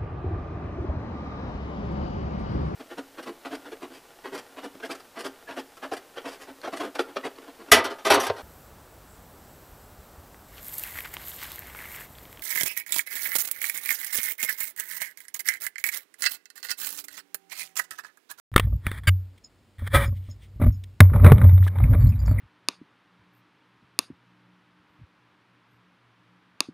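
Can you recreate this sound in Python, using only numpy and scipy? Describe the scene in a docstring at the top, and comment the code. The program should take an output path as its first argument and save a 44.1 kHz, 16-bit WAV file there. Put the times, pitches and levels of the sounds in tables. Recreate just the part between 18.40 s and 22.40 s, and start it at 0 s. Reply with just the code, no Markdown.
"""A camera sits low on a wheeled rig on a quiet street. First a hand and a rope leash knock and rub its
case, and the mount booms. From 1 s a small bird chirps now and then, and the leash drags over the case.
At 2.6 s the dog pulls: a hard jolt, then the rig rumbles, clunks and scuffs over asphalt to the end.
Throughout, the recorder samples coarsely, which mirrors the sound into a glassy treble;
it overloads on the hardest knocks."""
import sys
import numpy as np
from scipy import signal
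from scipy.fft import rfft, irfft, next_fast_len
from scipy.io import wavfile
from scipy.ndimage import uniform_filter1d

SR = 44100
rng = np.random.default_rng(int(sys.argv[2]) if len(sys.argv) > 2 else 0)


def pcm_store(signal):
    """Save signal as 16-bit PCM."""
    levels = np.round(np.clip(np.atleast_2d(signal), -1, 1) * 32767)
    wavfile.write(sys.argv[1], SR, levels.astype(np.int16).T)


N = 176400
TIME = np.arange(N) / SR
RECORDER_HZ = 12000


def amp(db):
    return 10 ** (np.asarray(db) / 20)


def unit_rms(x):
    return x / np.sqrt(np.mean(x ** 2) + 1e-20)


def add(out, start_s, x):
    i = round(start_s * SR)
    out[i:i + len(x)] += x[:N - i]


def envelope(*curves):
    """Summed gain along curves of (s, dB) points, silent outside them."""
    gain = sum(amp(np.interp(TIME, *np.transpose(curve), left=-150, right=-150)) for curve in curves)
    return uniform_filter1d(gain, size=60)


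def swell(centre_s, db, sigma_s):
    """Gaussian envelope."""
    return amp(db) * np.exp(-.5 * ((TIME - centre_s) / sigma_s) ** 2)


def coloured(x, spectrum, resonances=()):
    """Minimum-phase filter of (Hz, dB) points plus resonances; output at rms 1."""
    size = next_fast_len(len(x) + 4096, real=True) // 2 * 2
    f = np.fft.rfftfreq(size, 1 / SR)
    hz, db = np.transpose(spectrum)
    gain_db = np.interp(np.log(f + 1), np.log(hz + 1), db)
    gain_db -= 60 * np.clip(2 * f / RECORDER_HZ - 1, 0, 1)  # roll-off above the recorder's Nyquist
    for centre_hz, half_width_hz, lift_db in resonances:
        gain_db += lift_db / (1 + ((f - centre_hz) / half_width_hz) ** 2)
    cepstrum = irfft(np.log(amp(gain_db)), size)
    cepstrum[1:size // 2] *= 2
    cepstrum[size // 2 + 1:] = 0
    response = np.exp(rfft(cepstrum))
    return unit_rms(irfft(rfft(x, size) * response, size)[:len(x)])


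def noise(spectrum):
    return coloured(rng.standard_normal(N), spectrum)


def wobble(count, span_samples):
    """Smoothed noise at rms 1."""
    return unit_rms(uniform_filter1d(rng.standard_normal(count), size=span_samples))


def evened(x, span_s):
    """Flattens level swings slower than span_s."""
    size = max(int(span_s * SR), 2)
    power = uniform_filter1d(uniform_filter1d(x * x, size), size)
    return x / np.sqrt(abs(power) + 1e-6)


def grains(per_s, spread_db):
    """Tiny random contacts of scattered strength."""
    impulses = (rng.random(N) < per_s / SR) * rng.choice([-1, 1], N)
    return impulses * amp(spread_db * rng.standard_normal(N))


def ring(modes, rise_s):
    """One second of decaying modes, each varied by up to 1 dB per strike."""
    t = TIME[:SR]
    ringing = sum(amp(db + rng.uniform(-1, 1) - 60 * t / t60_s) * np.sin(2 * np.pi * hz * t)
                  for hz, db, t60_s in modes)
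    return (1 - np.exp(-t / rise_s)) * ringing


def contact(spectrum, hz, rise_s, t60_s, half_width_hz=280, lift_db=11):
    """Crack of a hard contact: a decaying noise burst, lifted around hz."""
    t = TIME[:SR // 8]
    burst = coloured(rng.standard_normal(len(t)), spectrum, [(hz, half_width_hz, lift_db)])
    return evened(burst, span_s=0.002) * amp(-60 * t / t60_s) * (1 - np.exp(-t / rise_s))


# Each row: frequency in Hz, gain in dB.
STREET_SPECTRUM = [(15, -28.5), (25, -10.5), (263, -3.5), (380, -9.5), (511, -11.5), (771, -15.5),
                   (947, -17), (5140, -24), (5900, -26.5), (7670, -76), (13000, -120)]
HISS_SPECTRUM = [(30, -1), (150, -3), (600, -19), (3000, -19), (6000, -25.5)]

def background():
    """Distant street in the centre; faint hiss in opposite polarity left and right."""
    street = amp(-63.5) * noise(STREET_SPECTRUM)
    hiss = amp(-75) * noise(HISS_SPECTRUM)
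    return np.array([street + hiss, street - hiss])


def outdoors(x, flutter_db=4.5, echo_db=-22.5, echo_t60_s=0.13):
    """A far call flutters and trails a faint street echo."""
    t = TIME[:SR // 4]
    tail = rng.standard_normal(len(t)) * amp(-60 * t / echo_t60_s)
    direct = x * amp(flutter_db * wobble(N, span_samples=200))
    echo = signal.fftconvolve(direct, tail / np.linalg.norm(tail))[:N]
    return direct + amp(echo_db) * echo


# Each row: start in seconds, level in dB, nominal length in seconds, start and end pitch in Hz.
BIRD_CALLS = [(1.037, -45.5, 0.039, 5610, 5090), (1.649, -51, 0.051, 5600, 5100),
              (1.894, -52, 0.059, 6100, 5160), (2.32, -56, 0.056, 5880, 5260),
              (3.599, -56, 0.068, 4400, 4520), (3.66, -50, 0.033, 4000, 4390),
              (3.684, -56, 0.035, 4820, 5120), (3.72, -52, 0.036, 2700, 2450),
              (3.752, -57.5, 0.024, 4100, 3850), (3.785, -54, 0.059, 4520, 4860),
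              (3.85, -52.5, 0.045, 6150, 5200), (3.858, -50, 0.059, 4530, 4590),
              (3.898, -55, 0.063, 4600, 4470)]

def bird(glide_s=0.0067, jitter_hz=85, peak_share=0.27):
    """Each call glides onto its pitch, peaks early and fades."""
    out, t = np.zeros(N), TIME[:SR // 5]
    for start_s, db, length_s, start_hz, end_hz in BIRD_CALLS:
        hz = end_hz + (start_hz - end_hz) * np.exp(-t / glide_s)
        hz += jitter_hz * wobble(len(t), span_samples=100)
        age = t / (peak_share * length_s)
        gain = amp(db) * (age * np.exp(1 - age)) ** 2
        add(out, start_s, gain * np.sin(2 * np.pi * np.cumsum(hz) / SR))
    return out


# Each row: centre in seconds, level in dB, Gaussian sigma in seconds.
SCRATCH_SWELLS = [(0.982, -59, 0.0038), (1.769, -61, 0.012), (1.876, -64, 0.041), (2.036, -59, 0.019),
                  (2.441, -47, 0.0027), (3.246, -48.5, 0.011), (3.28, -41, 0.0046)]
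# Each row: frequency in Hz, gain in dB.
SCRATCH_SPECTRUM = [(500, -7.5), (1300, -21), (2000, 10), (2600, 1.5), (3400, 10), (4500, -4), (6000, -0.5)]

def scratches():
    """Claws and the leash clasp scratch close by, light and bright."""
    return sum(swell(*row) for row in SCRATCH_SWELLS) * noise(SCRATCH_SPECTRUM)


# Each row: centre in seconds, level in dB, Gaussian sigma in seconds, pitch in Hz.
RIG_CREAKS = [(3.281, -31, 0.0033, 1620), (3.44, -29, 0.0011, 2200), (3.99, -31, 0.0049, 2140)]

def creaks(waver_rms_hz=107.3):
    """Brief wavering squeaks as the rig takes the strain."""
    waver_hz = waver_rms_hz * noise([(200, 0.5), (600, -25.5), (6000, -77)])
    return sum(swell(centre_s, db, sigma_s) * np.sin(2 * np.pi * np.cumsum(hz + waver_hz) / SR)
               for centre_s, db, sigma_s, hz in RIG_CREAKS)


# One curve for the rolling, one per scuff. Each row: time in seconds, level in dB.
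ROLL_CURVE = [(2.61, -18), (2.66, -45), (2.70, -41.5), (2.76, -25.5), (2.81, -34), (2.86, -14.5),
              (2.91, -22), (2.945, -28.5), (3.05, -27.5), (3.11, -56), (3.16, -50), (3.37, -43),
              (3.44, -39.5), (3.54, -32.5), (3.61, -43), (3.68, -43), (3.76, -83), (3.83, -42.5),
              (3.93, -42.5), (4, -46)]
SCUFF_CURVES = [
    [(2.198, -60), (2.218, -35.5), (2.228, -38.5), (2.246, -38), (2.256, -50), (2.28, -53.5), (2.31, -57)],
    [(2.61, -42.5), (2.64, -43.5), (2.69, -56.5), (2.725, -74.5), (2.76, -42.5), (2.78, -45), (2.825, -50),
     (2.853, -24.5), (2.89, -32), (2.92, -29.5), (2.94, -43.5), (3.03, -46), (3.11, -47.5), (3.15, -54),
     (3.32, -56.5), (3.44, -44.5), (3.5, -55), (3.545, -41.5), (3.57, -54), (3.615, -45), (3.65, -51),
     (3.77, -56.5), (3.9, -50), (4, -51.5)],
]
# Each row: frequency in Hz, gain in dB.
ROLL_SPECTRUM = [(80, -13), (170, 18.5), (260, -2.5), (350, -4.5), (450, -8), (590, 2), (720, -19.5),
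                 (1200, -10), (1800, -65.5), (6000, -75.5)]
GRIT_SPECTRUM = [(200, -0.5), (600, 2), (1200, 1.5), (1600, -3.5), (2300, -1), (2650, -19.5), (3300, -18),
                 (3850, -13), (4400, -39.5), (6000, -33)]
# Each row: start in seconds, level in dB, T60 in seconds, contact frequency in Hz.
STONE_TICKS = [(2.216, -24.5, 0.025, 1230), (2.265, -34.5, 0.037, 1170), (2.697, -39, 0.062, 1400),
               (2.734, -28.5, 0.074, 1210), (2.7603, -20.5, 0.022, 890), (2.796, -31.5, 0.051, 1200),
               (2.845, -12.5, 0.036, 1630), (2.863, -11, 0.039, 1180), (2.873, -18, 0.013, 1980),
               (2.886, -19, .018, 1800), (2.902, -33, 0.0067, 1500), (2.981, -24.5, 0.024, 3300),
               (3.015, -20.5, 0.027, 1470), (3.041, -24, 0.019, 3560), (3.092, -29.5, 0.031, 3600),
               (3.178, -31.5, 0.024, 3600), (3.226, -31, 0.022, 1700), (3.265, -29, 0.044, 880),
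               (3.356, -35, 0.071, 886), (3.385, -30, 0.023, 3400), (3.403, -23.5, 0.019, 800),
               (3.44, -27.5, 0.02, 2410), (3.534, -28.5, 0.045, 1390), (3.547, -31, 0.034, 1210),
               (3.879, -29, 0.028, 1190), (3.911, -36.5, 0.028, 1400)]

def asphalt():
    """Wheels roar on asphalt, grit crunches and single stones tick through the rig."""
    roar = evened(noise(ROLL_SPECTRUM), span_s=0.0092)
    grit = evened(coloured(grains(per_s=1300, spread_db=6.5), GRIT_SPECTRUM), span_s=0.015)
    out = envelope(ROLL_CURVE) * roar + envelope(*SCUFF_CURVES) * grit
    for start_s, db, t60_s, hz in STONE_TICKS:
        add(out, start_s, amp(db) * contact(GRIT_SPECTRUM, hz, rise_s=0.00092, t60_s=t60_s))
    return out


# One curve per leash stroke. Each row: time in seconds, level in dB.
RUB_CURVES = [
    [(.17, -42), (.205, -42.5), (.215, -52.5), (.24, -50), (.28, -74)],
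    [(.415, -71), (.45, -53), (.475, -38), (.505, -49.5), (.53, -44.5), (.57, -47.5), (.585, -40.5),
     (.605, -62.5)],
    [(.635, -48.5), (.655, -55), (.67, -64.5)],
    [(1.383, -57), (1.392, -49), (1.43, -57.5), (1.46, -50), (1.476, -32.5), (1.492, -65), (1.53, -36.5)],
]
DRAG_CURVE = [(1.53, -36.5), (1.546, -14), (1.567, -17), (1.585, -25.5), (1.65, -30.5), (1.668, -45),
              (1.70, -58.5)]
RASP_CURVE = [(.671, -29), (.674, -21.5), (.684, -18), (.694, -19.5), (.70, -49.5), (.72, -77.5)]
# Each row: frequency in Hz, gain in dB.
RUB_SPECTRUM = [(100, -6), (350, -10), (750, -11), (1100, -4.5), (2350, -4), (2560, -21.5), (2850, -23.5),
                (3300, -7), (4200, -18.5), (6000, -26)]
DRAG_SPECTRUM = [(100, -3), (400, -8.5), (720, -7), (1100, -4), (2300, -3.5), (2600, -22.5), (3500, -8),
                 (4200, -20.5), (6000, -26)]
RASP_SPECTRUM = [(150, -2), (800, -20.5), (1300, -6), (2300, -3.5), (2550, -8.5), (3100, -1.5), (3700, -16),
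                 (4200, -21), (6000, -19.5)]
# Each row: centre in Hz, half-width in Hz, lift in dB.
RUB_RESONANCES = [(1820, 150, 7.5), (3400, 180, 5)]
DRAG_RESONANCES = [(561, 24, 18.5), (1270, 42, 12), (1590, 27, 7), (1894, 40, 9.5), (2360, 30, 13.5),
                   (3063, 70, 4.5), (3450, 27, 8)]
RASP_RESONANCES = [(585, 30, 14.5), (1183, 60, 7), (1610, 28, 13.5), (2211, 48, 15.5), (2910, 35, 5.5),
                   (3630, 65, 13), (4675, 65, 25)]

def leash():
    """Rope sticks and slips on the case and wakes its resonances: light rubs, a hard drag, a rasp."""
    def friction(spectrum, resonances):
        slips = grains(per_s=3100, spread_db=2.0)
        return evened(coloured(slips, spectrum, resonances), span_s=0.023)

    rubs = envelope(*RUB_CURVES) * friction(RUB_SPECTRUM, RUB_RESONANCES)
    drag = envelope(DRAG_CURVE) * friction(DRAG_SPECTRUM, DRAG_RESONANCES)
    rasp = envelope(RASP_CURVE) * friction(RASP_SPECTRUM, RASP_RESONANCES)
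    return rubs + drag + rasp


# Each row: start in seconds, level in dB.
CHASSIS_HITS = [(2.867, -12.5), (2.898, -16), (2.92, 1.5)]
# Each row: frequency in Hz, gain in dB, T60 in seconds.
CHASSIS_MODES = [(144.6, 5, 0.046), (226, -5.5, 0.027), (430, -2, 0.0228), (610, -15, 0.0098),
                 (1100, -5, 0.015)]

def clunks():
    """The rig bounces on its wheels and the chassis clunks."""
    out = np.zeros(N)
    for start_s, db in CHASSIS_HITS:
        add(out, start_s, amp(db) * ring(CHASSIS_MODES, rise_s=0.000186))
    return out


# Each row: start in seconds, level in dB.
BODY_BUMPS = [(0.27, -31), (.325, -31), (.465, -24.5), (1.42, -29), (1.56, -20.5), (1.679, -28),
              (1.724, -32.5), (1.887, -36.5), (2.199, -20), (2.215, -9.5), (2.2378, -14), (2.263, -13.5),
              (2.607, -5.5), (2.944, -27), (3.405, -23), (3.551, -19), (3.668, -26.5), (3.912, -20),
              (3.982, -36)]
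# Each row: frequency in Hz, gain in dB, T60 in seconds.
BODY_MODES = [(62, -7.5, 0.037), (98, 0, 0.064), (161.8, -5.5, .04), (227.8, -4, 0.072),
              (586, -11.5, 0.062), (1155, -14, .03)]

def bumps(detune_share=0.052):
    """Soft bumps ring the rig's hollow body, each at a slightly different pitch."""
    out = np.zeros(N)
    for start_s, db in BODY_BUMPS:
        pitch_ratio = 1 + detune_share * rng.uniform(-1, 1)
        modes = [(hz * pitch_ratio, mode_db, t60_s) for hz, mode_db, t60_s in BODY_MODES]
        add(out, start_s, amp(db) * ring(modes, rise_s=0.0017))
    return out


# One curve per move of the rig. Each row: time in seconds, level in dB.
ROCKING_CURVES = [
    [(.11, -41), (.13, -34), (.165, -30), (.21, -31.5), (.245, -19), (.30, -25.5), (.345, -20),
     (.39, -35.5), (.44, -43)],
    [(.44, -53), (.467, -18.5), (.51, -37.5), (.56, -36.5), (.61, -35), (.665, -40)],
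    [(.9, -66), (1.375, -65.5), (1.39, -38.5), (1.52, -34), (1.563, -11.5), (1.595, -21), (1.65, -23),
     (1.72, -31.5), (1.85, -45.5), (2.0, -46.5), (2.16, -46.5)],
    [(2.16, -34.5), (2.195, -40.5), (2.215, -11), (2.246, -11), (2.285, -6.5), (2.32, -24), (2.4, -42.5),
     (2.5, -48), (2.6, -55)],
    [(2.72, -19), (2.75, -8.5), (2.8, -22.5), (2.835, -3.5), (2.925, -8.5), (2.98, -14.5), (3.025, -15.5),
     (3.055, -12), (3.12, -27.5), (3.35, -54)],
    [(3.35, -28.5), (3.45, -9.5), (3.49, -18), (3.525, -8.5), (3.585, -17), (3.68, -9.5), (3.77, -24),
     (3.86, -20.5), (3.895, -13), (3.95, -21.5), (4, -22.5)],
]
# Each row: frequency in Hz, gain in dB.
RUMBLE_SPECTRUM = [(20, -29.5), (42, -16), (57, 6), (74, -10), (94, 8), (108, -3.5), (128, -5),
                   (160, -20.5), (260, -24.5), (500, -75.5)]
# Each row: start in seconds, level in dB.
MOUNT_JOLTS = [(.675, -14), (1.422, -27.5), (1.681, -22), (1.883, -36), (2.238, -15), (2.6043, -3.5),
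               (3.028, -7), (3.0615, -10), (3.128, -9.5), (3.203, -15)]
# Each row: frequency in Hz, gain in dB, T60 in seconds.
MOUNT_MODES = [(92.44, 6.5, 0.38), (60, -18, .55), (44, -11, 0.038)]

def mount():
    """The mount rumbles while the rig moves and booms after each jolt."""
    out = envelope(*ROCKING_CURVES) * evened(noise(RUMBLE_SPECTRUM), span_s=0.085)
    for start_s, db in MOUNT_JOLTS:
        add(out, start_s, amp(db) * ring(MOUNT_MODES, rise_s=0.0046))
    return out


# Each row: start in seconds, level in dB, ringing relative to that level in dB, contact frequency in Hz.
CASE_KNOCKS = [(.14, -30.5, -5, 1300), (0.1616, 0, 1, 1250), (0.1788, -9.5, -5.5, 2600),
               (.197, -10, -3.5, 3080), (0.4664, -16, -5, 1806), (.515, -22.5, 0.5, 1840),
               (2.6043, 2.5, -2, 1840), (2.922, -18, -35, 600)]
# Each row: frequency in Hz, gain in dB.
CRACK_SPECTRUM = [(100, -10), (400, -3.5), (800, -15.5), (1500, 2), (2400, -5), (3500, -15.5),
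                  (6000, -21.5)]
# Each row: frequency in Hz, gain in dB, T60 in seconds.
CASE_MODES = [(440, -15.5, 0.02), (533, -13.5, 0.021), (1246, -3, 0.017), (1500, -18.5, 0.0044),
              (2180, -12, 0.021), (2700, -19, 0.017), (3646, -7, 0.015), (4600, -22.5, 0.0017)]
METAL_MODES = [(463, -58, 1.0), (890, -54.5, .64)]

def knocks(rise_s=0.00056, push_db=-3, push_peak_s=0.0009):
    """The plastic case gives, cracks and rings at each knock; a metal part sings on after one."""
    out = np.zeros(N)
    age = TIME[:SR // 8] / push_peak_s
    push = amp(push_db) * age * np.exp(1 - age)
    for start_s, db, ring_db, hz in CASE_KNOCKS:
        crack = contact(CRACK_SPECTRUM, hz, rise_s, t60_s=0.017)
        add(out, start_s, amp(db) * (crack - push))
        add(out, start_s, amp(db + ring_db) * ring(CASE_MODES, rise_s))
    first_hard_knock_s = CASE_KNOCKS[1][0]
    add(out, first_hard_knock_s, ring(METAL_MODES, rise_s))
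    return out


def scene():
    """All sources reach one microphone inside the case; the sound cuts in at 0.117 s."""
    rig = knocks() + mount() + bumps() + clunks()
    friction = leash() + asphalt() + scratches() + creaks()
    return (rig + friction + outdoors(bird()) + background()) * (TIME > 0.117)


def record(dry):
    """Coarse sampling, overload, sample-and-hold (mirror images in the treble), band limit."""
    hold_samples, cutoff_hz = 4, 15600
    padded = np.pad(dry, ((0, 0), (0, SR - N % SR)), mode="reflect")
    count = padded.shape[1]
    coarse = signal.resample_poly(padded, RECORDER_HZ, SR, axis=1)
    overloaded = np.clip(coarse, -1, 1)
    held = np.repeat(overloaded, hold_samples, axis=1)
    spectrum = rfft(held)[:, :count // 2 + 1] * SR / (hold_samples * RECORDER_HZ)  # resampled to SR
    f = np.fft.rfftfreq(count, 1 / SR)
    lowpass = 1 / np.sqrt(1 + (f / cutoff_hz) ** 140)
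    return irfft(spectrum * lowpass, count)[:, :N]


dry = scene()
out = record(dry)
pcm_store(out)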